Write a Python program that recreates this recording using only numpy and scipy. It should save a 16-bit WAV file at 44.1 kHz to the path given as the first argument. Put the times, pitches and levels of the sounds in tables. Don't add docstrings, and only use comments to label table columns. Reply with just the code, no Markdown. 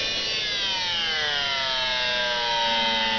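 import sys
import numpy as np
from scipy.fft import rfft, irfft, next_fast_len
from scipy.io import wavfile
from scipy.ndimage import map_coordinates

SR = 44100
rng = np.random.default_rng(int(sys.argv[2]) if len(sys.argv) > 2 else 0)


def materialize(psi):
    bounded = np.clip(np.atleast_2d(psi).T, -1, 1)
    quanta = np.round(bounded * 32767).astype(np.int16)
    wavfile.write(sys.argv[1], SR, quanta)


N = 140238

WHINE_ORDERS = (2, 5, 8, 13)


def shaft(jitter_turns=0.00088, jitter_hz=70):
    # time in seconds, speed in turns per second.
    slowdown = [(0.0, 221.47), (0.17, 223.81), (0.3, 221.49), (0.42, 214.48), (0.6, 199.96), (0.8, 183.74),
                (1.0, 167.37), (1.2, 152.98), (1.38, 142.95), (1.6, 134.39), (1.8, 128.83), (2.0, 125.06),
                (2.2, 123.1), (2.4, 119.38), (2.6, 116.13), (2.8, 114.44), (3.0, 112.45), (3.18, 110.94)]
    speed, = curves(slowdown)
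    turns = np.cumsum(speed) / SR + jitter_turns * wobble(jitter_hz)
    return speed, 2 * np.pi * turns


def whines(angle):
    # time in seconds, then the level in dB of each of the four whines.
    levels = [(0.0, -51, -50.5, -40.5, -34), (0.402, -51, -52, -47.5, -35.5),
              (0.45, -56, -60.5, -34.5, -44.5), (0.78, -58, -33.5, -46.5, -38), (1.0, -56, -41, -44, -41.5),
              (1.198, -80, -41, -46.5, -31.5), (1.5, -61, -38.5, -53.5, -40), (1.9, -67, -36.5, -45.5, -35),
              (2.251, -98, -35, -37.5, -32), (2.519, -76, -37.0, -27.5, -38), (2.7, -43, -34, -30.5, -39),
              (3.18, -38.5, -38.5, -30.5, -42)]
    lowest, *upper = [amp(db) * tone(order * angle, wander_db=1.06, flutter=0.13, phase_spread=1.6)
                      for order, db in zip(WHINE_ORDERS, curves(levels))]
    return lowest * chatter(0.6) + sum(upper)


def gears(speed, angle, drift_db=4, chatter_order=26.3):
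    # shaft order, level in dB.
    bed_levels = [(33, -46.5), (50, -56)]
    # time in seconds, gain in dB.
    bite = [(1.05, -5.5), (1.25, 6.5), (1.9, 0)]
    # frequency in Hz, gain in dB.
    housing = [(350,-22.5),(480,1),(750,-7.5),(1100,-9.5),(1400,-0.5),(2000,0.5),(2300,-6.5),(2900,4),(4200,1.5),(4530,0.5),(4800,-1.5),(5500,-4.5),(6000,-10),(6600,-31.5)]
    # shaft order, middle in seconds, half-amplitude length in seconds, peak level in dB.
    swells = [(11, 0.04, 0.3, -35.0), (16, 0.06, 0.2, -35.5), (18, 0.1, 0.24, -36.5),
              (15, 0.18, 0.07, -36.0), (19, 0.22, 0.12, -34.0), (21, 0.31, 0.17, -36.5),
              (25, 0.31, 0.1, -40), (12, 0.35, 0.16, -36.0), (16, 0.39, 0.2, -36.5), (14, 0.5, 0.34, -38.5),
              (10, 0.54, 0.34, -38.5), (17, 0.55, 0.38, -32.5), (23, 0.56, 0.23, -37.5),
              (19, 0.62, 0.27, -33.0), (16, 0.7, 0.17, -33.0), (21, 0.85, 0.11, -33.5),
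              (18, 0.93, 0.22, -32.0), (22, 0.95, 0.14, -37.0), (17, 0.98, 0.19, -33.0),
              (19, 1.07, 0.23, -30.5), (10, 1.12, 0.21, -36.0), (11, 1.29, 0.26, -37.5),
              (21, 1.29, 0.23, -31.0), (20, 1.33, 0.32, -38.0), (22, 1.47, 0.27, -33.5),
              (10, 1.55, 0.64, -37.5), (15, 1.56, 0.22, -35.5), (12.75, 1.65, 0.28, -43.0),
              (24, 1.71, 0.3, -34.0), (7, 1.78, 0.61, -35.5), (25, 1.88, 0.33, -39.5),
              (17, 1.96, 0.29, -39.0), (30, 2.0, 0.52, -33.5), (29, 2.12, 0.77, -38.5),
              (38, 2.45, 0.09, -39.0), (7, 2.53, 1.03, -40.5), (14, 2.68, 1.01, -42.0),
              (39, 2.68, 0.16, -40), (27, 2.69, 0.68, -33.0), (33, 2.81, 0.64, -36.0),
              (28, 2.9, 0.59, -34.0), (34, 2.98, 0.63, -39.5), (18, 3.07, 0.65, -35.0),
              (16, 3.08, 0.22, -37.5)]
    # time in seconds, modulation depth (0 to 1) of the highest orders.
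    chatter_depths = [(2.1, 0.2), (2.6, 0), (3.18, 0.1)]
    bite_db, = curves(bite)
    power = {}
    for order in range(3, 54):
        if order not in WHINE_ORDERS:
            source_db = along(bed_levels, order) + bite_db * (order < 10) + drift_db * wobble(5.91)
            power[order] = amp(source_db + along(housing, order * speed)) ** 2
    for order, middle, length, db in swells:
        envelope = 2 ** -np.abs(2 * (np.arange(N) / SR - middle) / length) ** 3
        power[order] = power.get(order, 0) + (amp(db) * envelope) ** 2
    depth, = curves(chatter_depths)
    sound = 0
    for order in power:
        throb = chatter(depth / (1 + (chatter_order / order) ** 10))
        partial = tone(order * angle, wander_db=0.98, flutter=0.14, phase_spread=1.74)
        sound += np.sqrt(power[order]) * throb * partial
    return sound


def chatter(depth, rate_hz=21):
    return 1 + depth * np.sin(2 * np.pi * rate_hz * np.arange(N) / SR + 2 * wobble(7))


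def pump(angle, sharpness=1.0):
    # time in seconds, level in dB.
    levels = [(.14, -47.5), (.18, -35), (.24, -43), (.95, -42), (1.25, -34), (1.5, -40), (2.2, -41.5),
              (3.18, -33)]
    # frequency in Hz, relative spectral density in dB.
    spectrum = [(400, -13), (1200, -8.5), (1750, -3), (2300, -11.5), (3150, 0.5), (3700, 0.5), (6000, -50)]
    rasp_db, = curves(levels)
    bursts = np.exp(sharpness * np.cos(2 * angle))
    return amp(rasp_db) * noise(spectrum, bursts)


def hiss_and_fan(angle, pulse_depth=0.27):
    # time in seconds, hiss level in dB, fan level in dB.
    levels = [(0, -32, -37), (.35, -36, -42), (.75, -36.5, -44.5), (1.25, -36.5, -53), (2.2, -35.5, -55.5),
              (3.18, -37, -49.5)]
    # frequency in Hz, relative spectral density in dB.
    hiss_spectrum = [(700, -5.5), (1150, -10.5), (2000, 0.5), (2400, -2), (3200, -3), (3700, 1), (4900, -1),
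                     (5450, 2), (6000, -8.5), (6700, -27)]
    fan_spectrum = [(100, -13.5), (400, -2.5), (530, 5), (700, -5), (1500, -42.5)]
    hiss_db, fan_db = curves(levels)
    hiss = amp(hiss_db) * noise(hiss_spectrum, 1 + pulse_depth * np.cos(angle))
    return hiss + amp(fan_db) * noise(fan_spectrum)


def background(rumble_db=-47.5):
    # frequency in Hz, level in dB.
    hum_tones = [(100, -63), (209, -53)]
    # frequency in Hz, relative spectral density in dB.
    rumble_spectrum = [(42, 3), (70, -12.5), (130, -1), (200, -9), (650, -40.5)]
    t = np.arange(N) / SR
    hum = sum(amp(db) * tone(2 * np.pi * hz * t, wander_db=-3.0, flutter=0.095, phase_spread=1.2)
              for hz, db in hum_tones)
    return hum + amp(rumble_db) * noise(rumble_spectrum)


def tone(angle, wander_db, flutter, phase_spread):
    envelope = amp(wander_db * wobble(6.11)) * (1 + flutter * wobble(90))
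    phase = angle + phase_spread * rng.standard_normal() + flutter * wobble(90)
    return np.sqrt(2) * envelope * np.cos(phase)


def noise(spectrum, gate=1):
    shaped = filtered(gate * rng.standard_normal(N), lambda hz: amp(along(spectrum, hz)))
    return shaped / np.sqrt(np.mean(shaped ** 2) + 1e-20)


def filtered(x, response):
    size = next_fast_len(N + SR // 2)
    return irfft(rfft(x, size) * response(np.fft.rfftfreq(size, 1 / SR)), size)[:N]


def wobble(rate):
    coarse = np.linspace(0, N, num=4096)
    knots = rng.standard_normal(2048)
    spline = map_coordinates(knots, [coarse * rate / SR], mode="wrap")
    return np.interp(np.arange(N), coarse, spline)


def curves(rows):
    seconds, *columns = np.transpose(rows)
    return [np.interp(np.arange(N) / SR, seconds, column) for column in columns]


def along(points, frequency):
    axis, values = np.transpose(points)
    return np.interp(np.log(frequency + 1), np.log(axis + 1), values)


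def amp(db):
    return 10 ** (np.asarray(db) / 20)


def scene():
    speed, angle = shaft()
    shear = gears(speed, angle) + whines(angle) + hiss_and_fan(angle) + pump(angle)
    return (shear + background())[None]


def record(dry, cutoff_hz=7050):
    return filtered(dry[0], lambda hz: hz < cutoff_hz)[None]


dry = scene()
out = record(dry)
materialize(out)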